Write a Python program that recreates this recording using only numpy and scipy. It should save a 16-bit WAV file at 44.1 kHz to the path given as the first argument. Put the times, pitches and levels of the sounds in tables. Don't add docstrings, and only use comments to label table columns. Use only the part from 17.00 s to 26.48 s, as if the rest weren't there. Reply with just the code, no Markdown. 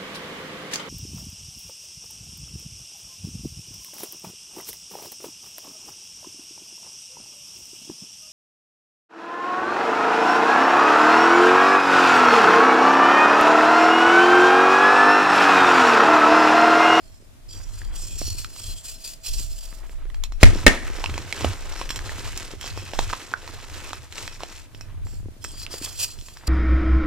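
import sys
import numpy as np
from scipy import signal
from scipy.fft import rfft, irfft, next_fast_len
from scipy.io import wavfile
from scipy.ndimage import uniform_filter1d

SR = 44100
rng = np.random.default_rng(int(sys.argv[2]) if len(sys.argv) > 2 else 0)


def gain_from_decibels(decibels):
    exponent = np.asarray(decibels, float) / 20
    return 10 ** exponent


def log_audio(samples):
    frames = np.atleast_2d(samples).T
    limited = np.clip(frames, -1, 1)
    pcm = np.round(limited * 32767).astype(np.int16)
    wavfile.write(sys.argv[1], SR, pcm)


N = 418068

# hz, width_hz, level_db
PIECE_MODES = [(2560, 80, -2), (3240, 80, 0), (4130, 80, -3), (4780, 90, -4), (5500, 160, -2),
               (7480, 140, -3)]
# hz, density_db (per Hz)
POWDER_SPECTRUM = [(880, -6.5), (1500, -10.5), (5480, -9.5), (6050, -10.5), (7390, -8), (10900, -19.5),
                   (14000, -8), (16200, -31.5)]


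def level(x):
    return x / np.sqrt(np.mean(x ** 2))


def band(x, lo_hz, hi_hz):
    return signal.sosfilt(signal.butter(2, [lo_hz, hi_hz], "bandpass", fs=SR, output="sos"), x)


def colour(x, points):
    hz, db = np.transpose(points)
    n = x.shape[-1]
    size = next_fast_len(n)
    f = np.maximum(np.fft.rfftfreq(size, 1 / SR), 1)
    gain = gain_from_decibels(np.interp(np.log(f), np.log(hz), db, -90, -90))
    return irfft(rfft(x, size) * gain, size)[..., :n]


def walk(rate_hz):
    hold = int(SR / rate_hz)
    draws = rng.standard_normal(N // 40 + 1)[:N // hold + 1]
    return 1.1 * uniform_filter1d(np.repeat(draws, hold), hold)[:N]


def curves(table, quiet_db=-120):
    s, *columns = np.transpose(table)
    return [np.interp(np.arange(N) / SR, s, c, quiet_db, quiet_db) for c in columns]


def effort(gestures):
    edge_db, bluntness = -11, 1.86
    peak_s, rise_s, fall_s, *db = np.array(gestures).T[..., None]
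    t = np.arange(0, N / SR, 1 / 1000)
    before = (peak_s - t) / np.maximum(rise_s, .002)
    after = (t - peak_s) / np.maximum(fall_s, .002)
    away = np.where(t < peak_s, before, after)
    peak_power = gain_from_decibels(np.cumsum(db, axis=0)[..., 0]) ** 2
    power = peak_power @ gain_from_decibels(edge_db * away ** bluntness) ** 2
    return np.array([np.interp(np.arange(N) / SR, t, np.sqrt(p)) for p in power])


def grains(share, spread_db):
    chance = rng.random((3, 2, N))
    size = np.minimum(-np.log(1 - chance[2]), 5)
    return (chance[0] < share) * np.sign(chance[1] - .5) * gain_from_decibels(spread_db * size)


def sizes(lo_hz, octaves, share, spread_db):
    total = 0
    for k in range(octaves):
        octave_hz = lo_hz * 2 ** k
        hits = grains(share * 1.5 ** k, spread_db)
        total = total + band(hits, octave_hz, 2.19 * octave_hz) / np.sqrt(1.82 ** k)
    return total


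def ring(x, modes, grip_db):
    total = 0
    for k, (hz, width_hz, db) in enumerate(modes):
        gain = (-1) ** k * gain_from_decibels(db + grip_db * np.minimum(walk(12), 1))
        total = total + gain * signal.lfilter(*signal.iirpeak(hz, hz / width_hz, SR), x)
    return total


def blend(rung, plain):
    # time_s, ring_over_rub_db
    solid = [(0, 5.5), (2.3, -3), (2.7, -7.5), (4.65, -15), (4.75, -7), (5.2, -14), (5.55, -11),
             (5.65, -1.5), (6.1, -10), (7.7, -11.5), (8.0, 0), (8.5, 3), (8.78, -3.5), (8.83, -4),
             (9.48, -3)]
    ratio = gain_from_decibels(curves(solid)[0])
    return (ratio * level(rung) + level(plain)) / np.sqrt(1 + ratio ** 2)


def spread(pair, width):
    return np.array([[1, width], [1, -width]]) @ pair


def ports(x, pan_db):
    return x * gain_from_decibels(np.array([pan_db, -pan_db]).reshape(2, -1) / 2)


def add(out, sound, start_s):
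    i = int(start_s * SR)
    out[..., i:i + sound.shape[-1]] += sound[..., :N - i]


def strokes():
    # peak_s, rise_s, fall_s, rub_db
    drags = [(.15, .3, 0.11, -60.5), (.495, 0.0081, 0.28, -44.5), (.75, 0.029, 0.15, -45),
             (.95, 0.018, 0.36, -39), (1.185, 0.012, 0.28, -34.5), (1.385, .004, 0.053, -33.5),
             (1.6, 0.06, 0.092, -37.5), (1.71, 0.075, 0.034, -36), (1.78, 0.036, .06, -44.5),
             (1.865, 0.034, 0.1, -35), (2.074, 0.078, 0.077, -35), (2.26, 0.022, 0.12, -33.5),
             (2.4, 0.12, 0.058, -33.5), (2.55, 0.14, 0.24, -43), (2.92, 0.099, 0.088, -56),
             (7.81, 0.067, .03, -56), (8.07, 0.027, 0.15, -51.5), (8.43, 0.016, 0.19, -47),
             (8.62, 0.12, 0.038, -38), (8.73, 0.028, .14, -37.5), (8.845, 0.024, 0.014, -27),
             (8.9, .04, .06, -38.5), (9.035, 0.054, 0.021, -21.5), (9.1, .05, 0.054, -40.5),
             (9.2, 0.04, .3, -48), (9.473, .004, 0.015, -31)]
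    # hz, width_hz, level_db
    cake_modes = [(2515, 71, -13), (3250, 69, -4.5), (4150, 32, -3.5), (4330, 80, -3), (4770, 120, -2.5),
                  (5170, 52, 0.5), (5510, 100, -8.5), (5745, 61, -1.5), (6920, 250, -15.5),
                  (7020, 73, -6.5), (7390, 370, -9.5), (8400, 52, -1)]
    # hz, density_db (per Hz)
    skin_spectrum = [(410, -12), (700, -16.5), (2320, -14.5), (2570, -5), (7570, -0.5), (10200, -4.5),
                     (13900, -3.5), (16200, -12)]
    # hz, width_hz
    gaps = [(3800, 190), (6200, 200)]
    drag = grains(.3, 1.75) * gain_from_decibels(0.65 * walk(40) + 2.94 * walk(150))
    rub = blend(ring(drag, cake_modes, grip_db=7.5), colour(drag, skin_spectrum))
    for hz, width_hz in gaps:
        rub = signal.lfilter(*signal.iirnotch(hz, hz / width_hz, SR), rub)
    return ports(spread(rub, 0.3) * effort(drags), 2.4 * walk(6) - 2.1)


def crumble():
    # peak_s, rise_s, fall_s, hiss_db, patter_over_hiss_db
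    squeezes = [(3.425, 0.016, 0.011, -29.5, -5.5), (3.59, 0.13, 0.086, -38.5, 1),
                (3.73, 0.036, 0.073, -42.5, 9), (4.0, .3, 0.76, -44, 1.5), (4.43, 0.14, 0.19, -38, 0.5),
                (4.78, 0.14, 0.067, -40.5, -0.5), (5.08, 0.36, 0.28, -42, 0.5),
                (5.33, 0.22, .24, -39.5, -2.5), (5.66, 0.059, 0.19, -39, -5), (6.1, 0.36, .2, -39.5, -3.5),
                (6.5, 0.13, 0.27, -44.5, -2), (6.81, 0.26, 0.29, -43, -1.5), (7.2, 0.086, 0.16, -40.5, -5),
                (7.42, 0.04, 0.17, -47, 2.5), (7.56, 0.2, 0.088, -45, -23)]
    # peak_s, rise_s, fall_s, patter_db
    sifting = [(.55, 0.05, 0.33, -57), (.92, 0.18, 0.19, -52), (1.6, 0.83, 0.38, -59),
               (2.86, .3, 0.46, -56), (6.35, .2, 0.48, -56.5), (7.9, 0.31, 0.34, -58),
               (8.75, 0.27, 0.4, -49), (9.48, 0.12, 0.12, -47.5)]
    # hz, density_db (per Hz)
    patter_spectrum = [(100, -32.5), (170, -7), (338, -0.5), (757, -4.5), (899, -1.5), (1880, -3.5),
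                       (4000, -11), (5200, -36.5), (8800, -120)]
    clumps = gain_from_decibels(2.2 * walk(45) + 2.2 * walk(130))
    crumbs = sizes(170.0, octaves=5, share=.006, spread_db=3.0) * clumps
    patter = level(colour(crumbs, patter_spectrum))
    dust = sizes(1410, octaves=3, share=.02, spread_db=3.5) * clumps
    powder = blend(ring(dust, PIECE_MODES, grip_db=11.0), colour(dust, POWDER_SPECTRUM))
    powder = powder + gain_from_decibels(-12) * level(band(grains(.0008, 3.0), 900, 8000))
    pan_db = 0.83 * walk(7.1) - .8
    hiss_gain, patter_gain = effort(squeezes)
    patter = spread(patter, .15) * (patter_gain + effort(sifting))
    return ports(patter + spread(powder, .35) * hiss_gain, pan_db)


def lumps():
    # hit_s, peak_db, ring_hz, bright_crack_db
    knocks = [(1.213, -21, 266, -52), (1.214, -16.5, 636, -34.5), (.565, -34.5, 260, -41.5),
              (2.629, -39, 665, -7.5), (2.725, -31.5, 250, -25), (2.893, -32.5, 462, -23),
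              (3.052, -28.5, 386, -41), (3.32, -37, 282, -2), (3.899, -28.5, 347, -12),
              (3.985, -28, 560, -23), (4.139, -21.5, 345, -11.5), (4.407, -15, 374, -21.5),
              (4.443, -10, 278, -49), (4.444, -3, 627, -37.5), (4.811, -21.5, 273, -23),
              (4.902, -19.5, 248, -6.5), (5.534, -21, 376, -47.5), (5.64, -21.5, 477, -18),
              (5.773, -23, 441, -10), (5.933, -18.5, 610, -18), (5.988, -18.5, 300, -35),
              (7.432, -15.5, 686, -18), (7.808, -34, 257, -2.5), (8.067, -33.5, 482, -10),
              (8.445, -28.5, 497, -1), (8.738, -17, 503, -26.5), (8.812, -21, 290, -76),
              (9.283, -34.5, 245, -2.5), (9.306, -47, 646, -2)]
    # hit_s, peak_db,
    # ring_hz, bright_crack_db
    clacks = [(0.815, -24.5, 1740, -40.5), (1.444, -18, 1340, -18.5), (1.561, -34.5, 1210, -8),
              (3.099, -31.5, 1960, -18), (3.143, -29.5, 1780, -11.5), (4.039, -8, 965, -25),
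              (4.096, -21.5, 1110, -17), (4.177, -13.5, 1036, -16.5), (4.445, -12, 1230, -35.5),
              (4.721, -30, 1900, -6), (4.812, -12.5, 1050, -33), (4.989, -19, 1690, -19.5),
              (5.092, -18.5, 1810, -29.5), (5.989, -5.5, 880, -17.5), (6.091, -26, 1000, -13),
              (6.098, -19.5, 1400, -23.5), (6.128, -8, 1130, -40.5), (6.132, -6.5, 1070, -36.5),
              (6.336, -5, 1476, -66), (6.475, -25, 990, -8.5), (6.741, -35.5, 958, -0.5),
              (6.891, -38, 1440, -5), (6.93, -17.5, 1210, -12.5), (7.276, -20, 1900, -12.5),
              (7.404, -21, 1060, -27), (7.746, -35, 1488, -4.5), (9.369, -33, 1677, -4)]
    # hit_s, peak_db, ring_hz, bright_crack_db
    chips = [(1.444, -22, 2380, -33), (1.584, -38, 2520, -63), (3.236, -18, 3660, -7),
             (4.058, -9.5, 2630, -33), (4.324, -6.5, 2190, -22), (4.89, -27.5, 3250, 3),
             (4.905, -23, 3400, 2), (4.958, -25.5, 3270, 4), (5.374, -18.5, 6570, -7.5),
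             (5.61, -28.5, 3200, 1), (5.675, -28, 2440, 1), (5.986, -20, 2650, -11.5),
             (7.123, -24.5, 3330, -11), (7.179, -20.5, 2770, -20.5), (8.44, -33, 6000, 9.5),
             (8.507, -33, 3200, -12), (8.615, -31.5, 3200, -4.5), (8.663, -20.5, 2620, -22),
             (8.858, -21, 3430, -38), (9.187, -35, 3050, -7), (9.21, -33, 3440, -10.5)]
    t60_1khz_s, size_law, soft_law = .03, 0.27, 0.098
    delay_s = .002
    notes, cracks = np.zeros((2, N)), np.zeros((2, N))
    t = np.arange(4000) / SR
    for hit_s, db, hz, bright_db in list(knocks) + list(clacks) + list(chips):
        t60_s = t60_1khz_s * (1000 / hz) ** size_law * gain_from_decibels(-soft_law * (bright_db + 20.5))
        pan_db = -3.5 + 2 * rng.standard_normal()
        fade = gain_from_decibels(-60 * t / max(t60_s, .004))
        grit = rng.standard_normal((3, len(t)))
        note = np.sin(2 * np.pi * hz * t) * fade ** 3.54 * (1 - np.exp(-t * hz * 3))
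        tick = level(band(grit[0], 0.28 * hz, 1.8 * hz + 1500)) * fade ** 4.84
        tick = gain_from_decibels(0.38 * bright_db + 4) * tick
        crack = spread(grit[1:], 0.19) * (fade ** 3.2 + 0.22 * fade ** 0.17)
        add(notes, ports(gain_from_decibels(db - 1.0) * (note + tick), pan_db), hit_s + delay_s)
        add(cracks, ports(gain_from_decibels(db + bright_db) * crack, pan_db), hit_s + delay_s)
    chalk = gain_from_decibels(13) * ring(cracks, PIECE_MODES, grip_db=5.0)
    return notes + gain_from_decibels(9) * colour(cracks, POWDER_SPECTRUM) + chalk


def snaps():
    # start_s, crack_db, tear_s, debris_t60_s, halves_ring_db
    breaks = [
        (3.431, 3, 0.0058, 0.32, 2),
        (3.665, 0, 0.0067, 0.45, 14.5),
    ]
    # start_s, level_db, length_s
    splits = [
        (3.444, -18.5, 0.0044),
        (3.677, -4, 0.0033),
    ]
    # hz, width_hz, level_db
    half_modes = [(596, 110, -2), (1830, 80, 8.5), (2200, 160, -3)]
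    # hz, density_db (per Hz)
    crack_spectrum = [(120, -17.5), (250, 3), (400, -6), (1100, -16), (2030, -10), (4700, -19), (7700, -20),
                      (15000, -40.5), (16200, -45)]
    force, halves = np.zeros(N), np.zeros(N)
    t = np.arange(SR // 2) / SR
    for start_s, db, tear_s, t60_s, ring_db in breaks:
        push = gain_from_decibels(db) * (np.exp(-(t / tear_s) ** 4) + 0.081 * gain_from_decibels(-60 * t / t60_s))
        add(force, push, start_s)
        add(halves, push * gain_from_decibels(ring_db), start_s)
    for start_s, db, length_s in splits:
        add(force, gain_from_decibels(db) * np.exp(-(t / length_s - 1) ** 2 * 2), start_s)
    grit = spread(grains(0.34, 1.0), 0.49) * gain_from_decibels(2.0 * walk(120))
    tearing = level(colour(grit, crack_spectrum)) * force
    return tearing + ring(halves * level(grit), half_modes, grip_db=0.0)


def jolts():
    # start_s, puff_db, puff_s, rock_db
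    shocks = [
        (3.430, 6, 0.005, 7),
        (3.666, -1.5, 0.0096, -11),
    ]
    rock_hz, rock_decay_s, rock_delay_s = 40, .025, .014
    out = np.zeros((2, N))
    t = np.arange(SR // 2) / SR
    for start_s, puff_db, puff_s, rock_db in shocks:
        puff = gain_from_decibels(puff_db) * np.sin(np.pi * np.log2(1 + t / puff_s)) / (1 + (t / 0.014) ** 2.6)
        late_s = np.maximum(t - rock_delay_s, 0)
        rock = gain_from_decibels(rock_db) * np.sin(2 * np.pi * rock_hz * late_s) * np.exp(-late_s / rock_decay_s)
        add(out, np.array([puff + rock, puff - rock]), start_s)
    return out


def handling():
    # peak_s, rise_s, fall_s, sway_db, thrum_over_sway_db
    jogs = [(.2, .5, 0.53, -52.5, -1.5), (.62, 0.16, 0.5, -36.5, -8.5), (1.0, .3, 0.37, -33.5, -11),
            (1.29, 0.11, 0.18, -31, -5), (1.72, 0.16, 0.083, -38.5, -5), (1.9, 0.085, 0.4, -45.5, -8),
            (2.32, 0.038, 0.25, -27, -16.5), (3.25, 0.67, 0.33, -31.5, -30), (3.49, 0.062, 0.12, -19.5, -6),
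            (3.66, .05, 0.057, -38, 8.5), (3.75, .05, 0.37, -28, -19), (4.07, 0.034, 0.23, -44, 12.5),
            (4.47, 0.077, 0.083, -44, 15.5), (4.65, 0.22, 0.82, -37, -9), (5.3, 0.78, 0.37, -41, 1),
            (5.75, 0.32, 0.16, -47.5, 11), (6.0, 0.052, 0.13, -30.5, -6), (6.67, 0.51, 0.55, -45, -0.5),
            (7.3, 0.4, 0.73, -47.5, -1), (8.13, 0.33, .15, -36.5, -2.5), (8.29, .1, 0.043, -47, 14.5),
            (8.6, 0.23, 0.13, -40, -0.5), (9.195, 0.018, .04, -40, 3.5), (9.0, 0.5, 0.64, -47.5, -2)]
    sway_gain, thrum_gain = uniform_filter1d(effort(jogs), size=900, axis=1)
    noise = rng.standard_normal((4, N))
    sway = level(band(noise[:2], 17.8, 33.8))
    throbs = gain_from_decibels(3.7 * np.minimum(walk(14), 1))
    thrum = level(band(band(noise[2:] * throbs, 62, 107.2), 50, 151))
    thumps = level(band(grains(.001, 4.0), 160, 380)) * gain_from_decibels(-13.5)
    shaking = spread(thrum, 0.86) + spread(thumps, .4)
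    return spread(sway, 1.27) * sway_gain + shaking * thrum_gain


def room_tone():
    # hz, density_db (per Hz)
    air_spectrum = [(71, -50), (120, 5), (173, -5), (319, -4.5), (459, -14), (649, -6.5), (764, -14.5),
                    (9710, -22), (15500, -29)]
    # time_s, level_db
    whine_levels = [(0, -66), (.6, -85), (1.6, -69), (1.9, -61.5), (2.8, -62), (3.2, -70.5), (9.48, -78.5)]
    whine_hz, air_db = 652, -56
    phase = 2 * np.pi * whine_hz * np.arange(N) / SR + .6 * walk(8.3)
    whine = np.sin(phase) * gain_from_decibels(curves(whine_levels)[0])
    flicker = gain_from_decibels(1.2 * walk(25))
    air = level(colour(rng.standard_normal((2, N)), air_spectrum))
    return air * gain_from_decibels(air_db) * flicker + whine


def delay_left(near):
    lag_s = 3.2e-5
    size = next_fast_len(N)
    late = np.exp(-2j * np.pi * np.fft.rfftfreq(size, 1 / SR) * lag_s)
    return np.array([irfft(rfft(near[0], size) * late, size)[:N], near[1]])


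def reverb(near):
    t60_s, tail_db, gap_s = 0.13, -37.0, .002
    t = np.arange(SR // 4) / SR
    decay = gain_from_decibels(-60 * t / t60_s + tail_db) * (t > gap_s)
    tail = band(rng.standard_normal((2, len(t))), 200, 14000) * decay
    return signal.fftconvolve(near, tail, axes=1)[:, :N]


def scene():
    near = delay_left(strokes() + crumble() + lumps() + snaps())
    return near + reverb(near) + jolts() + handling() + room_tone()


def band_limit(x):
    return signal.sosfilt(signal.butter(12, 16380, fs=SR, output="sos"), x)


def record(dry):
    clipped = np.clip(dry, -1, 1)
    return band_limit(clipped)


dry = scene()
out = record(dry)
log_audio(out)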